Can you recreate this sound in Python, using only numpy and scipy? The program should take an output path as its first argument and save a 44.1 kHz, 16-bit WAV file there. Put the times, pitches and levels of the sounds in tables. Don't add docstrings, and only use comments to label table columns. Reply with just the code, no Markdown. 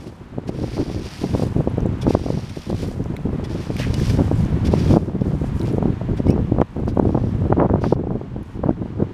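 import sys
import numpy as np
from scipy import signal
from scipy.fft import rfft, irfft, next_fast_len
from scipy.io import wavfile
from scipy.ndimage import uniform_filter1d, minimum_filter1d, map_coordinates

SR = 44100
rng = np.random.default_rng(int(sys.argv[2]) if len(sys.argv) > 2 else 0)


def output_pcm(signal):
    pcm = np.clip(np.atleast_2d(signal).T, -1, 1) * 32767
    wavfile.write(sys.argv[1], SR, np.round(pcm).astype(np.int16))


N = 402633
T = np.arange(N) / SR


def undb(db):
    return np.exp(np.asarray(db) * (np.log(10) / 20))


def unit(x):
    return x / np.sqrt(np.mean(x ** 2))


def curve(table):
    return np.interp(T, *np.transpose(table))


def gate(start, length, attack, release):
    return np.interp(T, np.cumsum([start - attack, attack, length, release]), [0, 1, 1, 0])


def colour(x, spectrum):
    hz, db = np.transpose(spectrum)
    size = next_fast_len(N + SR // 10)
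    f = np.maximum(np.arange(size // 2 + 1) * SR / size, 1)
    octaves_outside = np.maximum(np.log2(hz[0] / f), 0) + np.maximum(np.log2(f / hz[-1]), 0)
    gain = undb(np.interp(np.log(f), np.log(hz), db) - 7.4 * octaves_outside)
    return irfft(rfft(x, size) * unit(gain), size)[:N]


def wander(rate):
    step = max(int(SR / rate), 1)
    held = rng.standard_normal(N)[np.arange(N) // step]
    return unit(uniform_filter1d(held, step))


def grains(rate, spread_db):
    hit = rng.random(N) < rate / SR
    size = undb(spread_db * np.minimum(rng.exponential(size=N), 5))
    return unit(hit * size * rng.choice([-1, 1], N))


# time in seconds, level in dB.
AIR_LEVELS = [(0, -47.5), (1.2, -43), (2.1, -40), (2.9, -44.5), (4.1, -38), (5.0, -38), (5.5, -35),
              (6.1, -40), (6.7, -44.5), (7.5, -42.5), (8.0, -47.5), (9.13, -45.5)]
# frequency in Hz, relative level in dB.
AIR_TONE = [(200, 8), (450, -4), (680, -2.5), (950, 0.5), (1300, -4.5), (2000, -9.5), (3000, -14),
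            (5000, -23.5), (8000, -31.5), (15000, -45)]

def air():
    return colour(rng.standard_normal(N), AIR_TONE) * undb(curve(AIR_LEVELS) + .6 * wander(12))


# start in seconds, length in seconds, change in dB.
LULLS = [(0.157, 0.14, -8), (0.412, 0.051, -5), (1.089, 0.091, -13), (1.488, 0.079, -6.5),
         (2.447, 0.19, -3.5), (3.634, 0.017, -8), (6.66, 0.09, -17.5), (8.028, 0.42, -3.5),
         (8.438, 0.1, -14)]
# start in seconds, length in seconds, strength in dB.
GUSTS = [(0.564, 0.12, -23), (0.774, 0.049, -20), (0.872, 0.114, -27.5), (1.224, 0.03, -20),
         (1.34, 0.13, -22), (1.564, 0.06, -19), (1.761, 0.11, -24.5), (2.033, 0.21, -22.5),
         (2.251, 0.149, -25.5), (2.682, 0.25, -25.5), (2.967, 0.24, -25.5), (3.255, 0.18, -23.5),
         (3.51, 0.093, -23), (4.185, 0.057, -16.5), (4.26, 0.018, -29), (4.874, 0.47, -18.5),
         (5.591, 0.31, -20), (6.102, 0.034, -22), (6.253, 0.18, -21), (6.53, 0.062, -19.5),
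         (6.768, 0.096, -19), (6.966, 0.22, -22), (7.416, 0.12, -20), (7.59, 0.073, -11.5),
         (7.677, 0.2, -21), (7.939, 0.075, -21.5), (8.112, 0.067, -21), (8.642, 0.067, -20),
         (8.802, 0.065, -24.5), (8.981, 0.055, -19.5)]

def gustiness(breeze_db, usual_breeze_db=-27.5, usual_calm_db=-28.5, follow=0.9):
    calm_db = usual_calm_db + follow * (breeze_db - usual_breeze_db)
    calm_db += sum(db * gate(start, length, 0.017, 0.017) for start, length, db in LULLS)
    gusts = sum(undb(db) * gate(start, length, 0.016, 0.013) for start, length, db in GUSTS)
    return 20 * np.log10(np.maximum(undb(calm_db), gusts))


def eddy(t, hz):
    phase = 2 * np.pi * hz * t
    return -16 / np.sqrt(27) * phase / (1 + phase * phase) ** 2


def lesser_eddies(gust_db, rate=30, over_gust_db=7.0, scatter_db=3, hz=215, scatter_octaves=0.19):
    timing, size, pitch = rng.standard_normal((int(rate * N / SR), 3)).T
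    when = np.clip((np.arange(len(timing)) + timing / 3) / rate, 0, T[-1])
    db = np.interp(when, T, gust_db) + over_gust_db + scatter_db * np.tanh(size)
    return np.column_stack([when, db, hz * 2 ** (scatter_octaves * pitch)])


def thumps(eddies, wake_db=-11, wake_s=0.00299, wake_speedup=1.09, wake_count=3):
    out = np.zeros(N)
    for (when, db, hz), draws in zip(eddies, rng.standard_normal((len(eddies), wake_count, 2))):
        near = slice(max(int((when - .03) * SR), 0), int((when + .03) * SR))
        t = T[near] - when
        wake = sum(np.tanh(2 * size) * eddy(t - wake_s * (lag + np.sign(lag) / 2), hz * wake_speedup)
                   for lag, size in draws)
        out[near] += undb(db) * (eddy(t, hz) + undb(wake_db) * wake)
    return undb(-5.0) * signal.sosfiltfilt(signal.butter(2, 70, "high", fs=SR, output="sos"), out)


# time in seconds, strength in dB.
BREEZE = [(0, -35), (1.0, -32), (1.6, -28.5), (2.15, -28.5), (2.75, -32.5), (3.6, -31), (4.1, -23.5),
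          (4.8, -24.3), (5.3, -23), (5.8, -26), (6.4, -28), (7.2, -27), (8.2, -29.5), (9.13, -32.5)]
# frequency in Hz, relative level in dB.
RUMBLE_TONE = [(15, -22.5), (30, -9.5), (55, -3.5), (100, 0.5), (170, -3), (260, -11), (400, -41.5),
               (700, -55)]
FLUTTER_TONE = [(100, -0.5), (220, 1), (330, 1.5), (450, -5.5), (650, -18), (1000, -33.5), (1600, -33.5),
                (3000, -72.5)]
TEARING_TONE = [(300, 7.5), (600, 7.5), (950, -2.5), (1400, -16.5), (2200, -33), (3500, -67)]
# time in seconds, strength in dB, main frequency in Hz.
STRONG_EDDIES = [(.384, -6.5, 193), (.494, -6, 176), (.643, -6, 162), (.781, -10, 271), (.814, -10, 190),
                 (.9, -12.5, 218), (.947, -11, 159), (1.242, -5.5, 201), (1.351, -2, 217),
                 (1.397, -5.5, 179), (1.424, -6.5, 255), (1.436, -3.5, 163), (1.565, -7.5, 148),
                 (1.607, -6.5, 210), (1.675, 0, 190), (1.782, -1.5, 155), (1.858, -2.5, 159),
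                 (2.068, -2.5, 271), (2.08, -0.5, 162), (2.108, 0.5, 199), (2.151, 9, 245),
                 (2.264, -1.5, 183), (2.286, -9.5, 268), (2.304, 1.5, 174), (2.375, -7.5, 180),
                 (2.573, -8.5, 155), (2.702, -7, 248), (2.729, -7, 200), (3.272, -11, 178),
                 (3.704, -6, 175), (3.8, -6, 178), (4.195, -5, 236), (4.21, -2.5, 153), (4.315, -0.5, 200),
                 (4.667, -7.5, 130), (4.739, 3.5, 218), (4.94, 2, 232), (4.953, -10, 119), (4.958, -7, 237),
                 (4.971, 13, 210), (5.219, 4, 136), (5.351, -6, 150), (5.417, 1.5, 115), (5.443, -3, 200),
                 (5.681, -4.5, 166), (5.783, 2, 172), (5.827, 1, 236), (5.857, -1, 208), (6.015, -6, 199),
                 (6.089, -7.5, 160), (6.203, -2, 151), (6.269, -2, 192), (6.298, 5.5, 124), (6.33, -6, 189),
                 (6.363, -3.5, 167), (6.379, -7, 244), (6.522, 0, 147), (6.586, -3, 256), (6.602, 0.5, 193),
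                 (6.617, 6.5, 285), (6.88, -8, 298), (6.974, 0, 235), (6.998, 6, 238), (7.024, -10, 200),
                 (7.054, -0.5, 178), (7.093, -6, 230), (7.147, -5.5, 260), (7.153, 0, 200),
                 (7.176, -2.5, 246), (7.24, -7, 165), (7.521, -4, 220), (7.526, 5.5, 308), (7.571, -5, 237),
                 (7.601, 0.5, 403), (7.617, 0, 280), (7.699, -4, 323), (7.74, 1.5, 237), (7.759, -5, 283),
                 (7.841, -3.5, 410), (7.867, -3.5, 145), (7.927, 6.5, 209), (8.039, -9, 199),
                 (8.072, -7, 186), (8.107, -9, 266), (8.155, -6.5, 160), (8.214, -11.5, 208),
                 (8.364, -11.5, 200), (8.639, -2, 260), (8.693, 2, 200), (9.025, -6.5, 180)]

def wind(rumble_follow=0.68, usual_gust_db=-28, flutter_limit_db=-17.5, tearing_growth=2.56):
    breeze_db = curve(BREEZE)
    gust_db = gustiness(breeze_db)
    excess_db = gust_db - usual_gust_db
    eddy_db = np.minimum(gust_db, flutter_limit_db)
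    flurry = np.minimum(wander(90), 1.2)
    rumble = colour(rng.standard_normal(N), RUMBLE_TONE) * unit(undb(3.05 * flurry))
    rumble *= undb(breeze_db + rumble_follow * np.minimum(excess_db, 4))
    flutter = rng.standard_normal(N) * unit(undb(7.1 * flurry + 4.0 * np.tanh(wander(260))))
    flutter = colour(flutter * undb(eddy_db), FLUTTER_TONE)
    tearing = rng.standard_normal(N) * unit(undb(3.9 * flurry))
    tearing = colour(tearing * undb(tearing_growth * excess_db - 60.5), TEARING_TONE)
    thumping = thumps(STRONG_EDDIES) + thumps(lesser_eddies(eddy_db))
    return undb(5.0) * rumble + undb(-2.0) * flutter + tearing + thumping


# frequency in Hz, relative level in dB.
SPRAY_TONE = [(4000, -12), (6800, -3), (7900, -4.5), (8800, -5.5), (11200, -8), (12200, -12.5),
              (15000, -18)]

def seeping():
    level_db = curve([(7.3, -73.5), (7.7, -84)])
    return colour(grains(160, 2.4), SPRAY_TONE) * undb(level_db + 4.6 * wander(4.5))


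# start in seconds, strength in dB, pitch in Hz.
WET_TICKS = [(1.699, -39, 9950), (1.805, -32, 6000), (1.863, -35, 7500), (2.88, -35, 11500),
             (3.041, -33, 5800), (3.167, -27.5, 3900), (3.166, -21.5, 2150), (3.767, -18, 2300),
             (3.795, -16, 2800), (3.809, -29, 3100), (3.826, -21, 2000), (3.848, -28, 1950),
             (3.942, -17, 5100), (3.999, -18, 1750), (4.098, -19, 2300), (4.357, -35, 7750),
             (4.451, -32, 6160), (5.596, -24, 5500), (5.615, -20, 3950), (5.631, -29, 9500),
             (5.727, -31, 10200), (6.304, -23, 5350), (6.305, -31, 10500), (8.431, -40, 11000)]

def wet_ticks(ring_at_1khz_s=0.016, crack_gain=0.29, glide=0.024):
    out, t = np.zeros(N), T[:SR // 20]
    for (start, db, hz), noise in zip(WET_TICKS, rng.standard_normal((len(WET_TICKS), len(t)))):
        ring_s = ring_at_1khz_s * np.sqrt(1000 / hz)
        ring = np.sin(2 * np.pi * hz * t * (1 + glide * t / ring_s)) * undb(-60 * t / ring_s)
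        crack = crack_gain * uniform_filter1d(noise, size=2) * np.exp(-t / 0.0017)
        i = int(start * SR)
        out[i:i + len(t)] += 0.63 * undb(db) * (ring + crack)
    return out


# pitch in Hz, relative level in dB, seconds to fade by 60 dB.
TINE_NOTES = [(2286, -12, 0.071), (2610, -16.5, 0.12), (2940, -15, 0.11), (3360, -13.5, 0.048),
              (5170, 0.5, 0.027), (5620, -4, 0.055), (7070, -19, 0.026), (8700, -6, 0.034),
              (10500, -19.5, .025)]

def tines(push):
    t = T[:SR // 8]
    ring = sum(undb(db - 60 * t / ring_s) * np.sin(2 * np.pi * hz * t) for hz, db, ring_s in TINE_NOTES)
    ringing = signal.fftconvolve(grains(3000, 0.92), ring / np.linalg.norm(ring))[:N]
    clock = np.cumsum(1 + .02 * wander(12))
    return push * map_coordinates(ringing, [clock], mode="mirror")


# start in seconds, strength in dB, contact time in seconds,
# pitch of the struck tine in Hz, pitch bend at first touch in octaves.
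CLINKS = [(2.012, -35.5, 0.011, 3380, .09), (3.439, -39.5, 0.0092, 3380, .04),
          (3.939, -34, 0.004, 2930, 0.0074), (4.096, -37, 0.004, 2880, 0.0096),
          (4.668, -43, 0.0067, 3380, 0.064), (6.277, -39, 0.011, 2270, -0.058),
          (6.282, -42.5, 0.0095, 2950, -.06), (6.302, -32.5, 0.0047, 2700, -0.024),
          (6.322, -58, 0.0033, 5700, -0.00021)]

def clinks(struck_db=14, others_db=-7, struck_width_octaves=0.087, chatter_hz=60):
    out, t = np.zeros(N), T[:SR // 7]
    for start, level_db, contact_s, struck_hz, bend in CLINKS:
        i = int(start * SR)
        swell = np.minimum(t / contact_s, 1)
        free_s = np.maximum(t - contact_s, 0)
        clock = np.cumsum(2 ** (bend * np.exp(-t / contact_s))) / SR
        for hz, db, ring_s in TINE_NOTES:
            closeness = np.exp(-(np.log2(hz / struck_hz) / struck_width_octaves) ** 2)
            blur_hz = chatter_hz * hz / struck_hz * np.exp(-free_s / contact_s)
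            chatter = np.cumsum(rng.standard_normal(len(t)) * np.sqrt(2 * np.pi * blur_hz / SR))
            note = np.sin(2 * np.pi * hz * clock + chatter)
            note_db = level_db + db + struck_db * closeness + others_db * (1 - closeness)
            out[i:i + len(t)] += swell * undb(note_db - 60 * free_s / ring_s) * note
    return out


# frequency in Hz, relative level in dB.
SAND_TONE = [(500, -32), (1200, -8), (2100, -2.5), (4150, -0.5), (4750, 0), (5750, -2), (6400, -7),
             (7950, -16.5), (8700, -15.5), (14000, -25.5)]

def pores(force, rate=330, ring_cycles=16, low_hz=1700, high_hz=11500):
    out, t = np.zeros(N + SR // 50), T[:SR // 50]
    for when, pitch in rng.random((int(rate * N / SR), 2)):
        i, hz = int(when * N), low_hz * (high_hz / low_hz) ** pitch
        pop = np.sin(2 * np.pi * hz * t) * undb(-20 * hz * t / ring_cycles)
        out[i:i + len(t)] += force[i] * pop
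    return colour(out, SAND_TONE)


def crackle(force):
    return colour(grains(150, 2.2) * force, SAND_TONE)


# pitch in Hz, width in Hz, relative level in dB.
HOLLOWS = [(2410, 400, -16), (3370, 450, -13), (4790, 350, -9), (5610, 270, -10), (9000, 800, -8.5),
           (10900, 1100, -11)]

def hollows(scrape, swing_db=4.5, rate=14):
    boost = np.zeros(N)
    for hz, width, db in HOLLOWS:
        band = signal.lfilter(*signal.iirpeak(hz, hz / width, fs=SR), scrape)
        boost += band * undb(db + swing_db * np.tanh(wander(rate)))
    return scrape + boost


# start in seconds,
# length in seconds, starting strength in dB, swell in dB as mud piles up before the tines.
STROKES = [(0, 0.0063, -57.5, 5.5), (0.553, 0.88, -52.5, 7), (2.101, 0.73, -47.5, 2),
           (3.514, 0.64, -48.5, 6.5), (4.733, 0.24, -42.5, -2.5)]
# start in seconds, length in seconds, strength in dB, spray compared with sand in dB.
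SQUELCHES = [(4.378, 0.27, -63, -2), (5.256, 0.22, -62, 1.5), (5.568, 0.19, -60, 6),
             (7.072, 0.25, -62.5, -10), (7.841, 0.076, -49, -20), (8.465, 0.081, -73.5, 6)]

def effort(attack_s=0.048, release_s=.06, peak_share=0.84, ease_db=-3,
           spray_start_db=-13, spray_growth_db=8, crumbs_db=-18, crumbs_fade_db_per_s=10):
    sand, spray = np.zeros(N), np.zeros(N)
    for start, length, db, swell_db in STROKES:
        progress = np.clip((T - start) / length, 0, 1)
        since_end = np.maximum(T - start - length, 0)
        shape_db = np.interp(progress, [0, peak_share, 1], [0, swell_db, swell_db + ease_db])
        force = undb(db + shape_db) * np.clip(1 + (T - start) / attack_s, 0, 1)
        pull = force * np.exp(-since_end / release_s)
        crumbs = (force - pull) * undb(crumbs_db - crumbs_fade_db_per_s * since_end)
        sand += pull + crumbs * undb(-1)
        spray += pull * undb(spray_start_db + spray_growth_db * progress ** 3) + crumbs
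    for start, length, db, spray_db in SQUELCHES:
        press = undb(db) * gate(start, length, 0.04, 0.04)
        sand += press
        spray += press * undb(spray_db)
    return sand, spray


# frequency in Hz, relative level in dB.
GRIT_TONE = [(600, -7), (1200, -0.5), (1800, 6.5), (2800, 4), (3300, -3.5), (5000, -36), (9000, -56)]
# start in seconds, strength in dB, length in seconds, grit compared with the crunch in dB.
CRUNCHES = [(0.059, -50.5, 0.029, -16), (0.473, -44, 0.023, -3), (0.73, -53.5, 0.084, -4),
            (0.908, -53, 0.042, -19), (1.174, -48.5, 0.1, -27), (2.009, -41, 0.03, -15),
            (2.075, -50, 0.07, -13), (2.492, -44, 0.0081, -14), (2.69, -51, 0.021, -15),
            (2.775, -55, 0.023, -20), (3.438, -41, 0.021, -8), (3.49, -52, 0.062, -8),
            (3.779, -37.5, 0.043, -5), (3.791, -55, 0.08, 16), (3.939, -33, 0.008, -25),
            (4.098, -41, 0.0059, 2), (4.645, -39, 0.028, -6), (4.667, -39, 0.017, -8),
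            (5.208, -42, 0.0093, -11), (5.645, -45, 0.058, 1), (6.165, -46.5, 0.028, -1),
            (6.263, -46, 0.013, -5), (6.613, -39, 0.004, 7.5), (6.872, -46, 0.036, -15)]

def rake(stroke_grit_db=-9, crunch_spray_db=-12, ring_db=-14, crunch_rise_share=0.36):
    lumps = undb(2.1 * wander(9))
    pull, wet = effort() * lumps
    crunches, grit_force = np.zeros(N), pull * undb(stroke_grit_db)
    for start, db, length, grit_db in CRUNCHES:
        near = slice(int(start * SR) + 1, int((start + 2 * length) * SR))
        age = (T[near] - start) / length
        crunch = undb(db) * np.minimum(age / crunch_rise_share, 1) * np.exp(-age ** 3)
        crunches[near] += crunch
        grit_force[near] += crunch * undb(grit_db)
    sand_force = pull + undb(-0.8) * crunches
    spray_force = wet + undb(crunch_spray_db) * crunches
    slip = undb(.8 * wander(45) + wander(250))
    sand = undb(-1.8) * colour(grains(4200, 1.1) * sand_force * slip, SAND_TONE)
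    scrape = hollows(sand + undb(-6.0) * pores(sand_force) + undb(-7) * crackle(sand_force))
    spray = undb(-0.6) * colour(grains(3000, 1.9) * spray_force * slip, SPRAY_TONE)
    grit = undb(3.0) * colour(grains(1400, 1.4) * grit_force * slip, GRIT_TONE)
    return scrape + spray + grit + tines(sand_force * undb(ring_db))


def scene():
    return (wind() + air() + rake() + clinks() + wet_ticks() + seeping())[None]


def limiter(x, ceiling_db=-.2, attack_s=.003, recovery_db_per_s=6.5):
    over_db = np.maximum(20 * np.log10(np.abs(x) + 1e-9) - ceiling_db, 0)
    recovered_db = recovery_db_per_s * T
    cut_db = np.maximum.accumulate(over_db + recovered_db, axis=-1) - recovered_db
    ease = np.hanning(int(attack_s * SR))
    ahead_db = minimum_filter1d(-cut_db, len(ease))
    return x * undb(signal.fftconvolve(ahead_db, ease[None] / ease.sum(), "same"))


def record(dry):
    treble_cut = signal.ellip(10, .2, 80, 15050, fs=SR, output="sos")
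    return signal.sosfilt(treble_cut, limiter(dry))


dry = scene()
out = record(dry)
output_pcm(out)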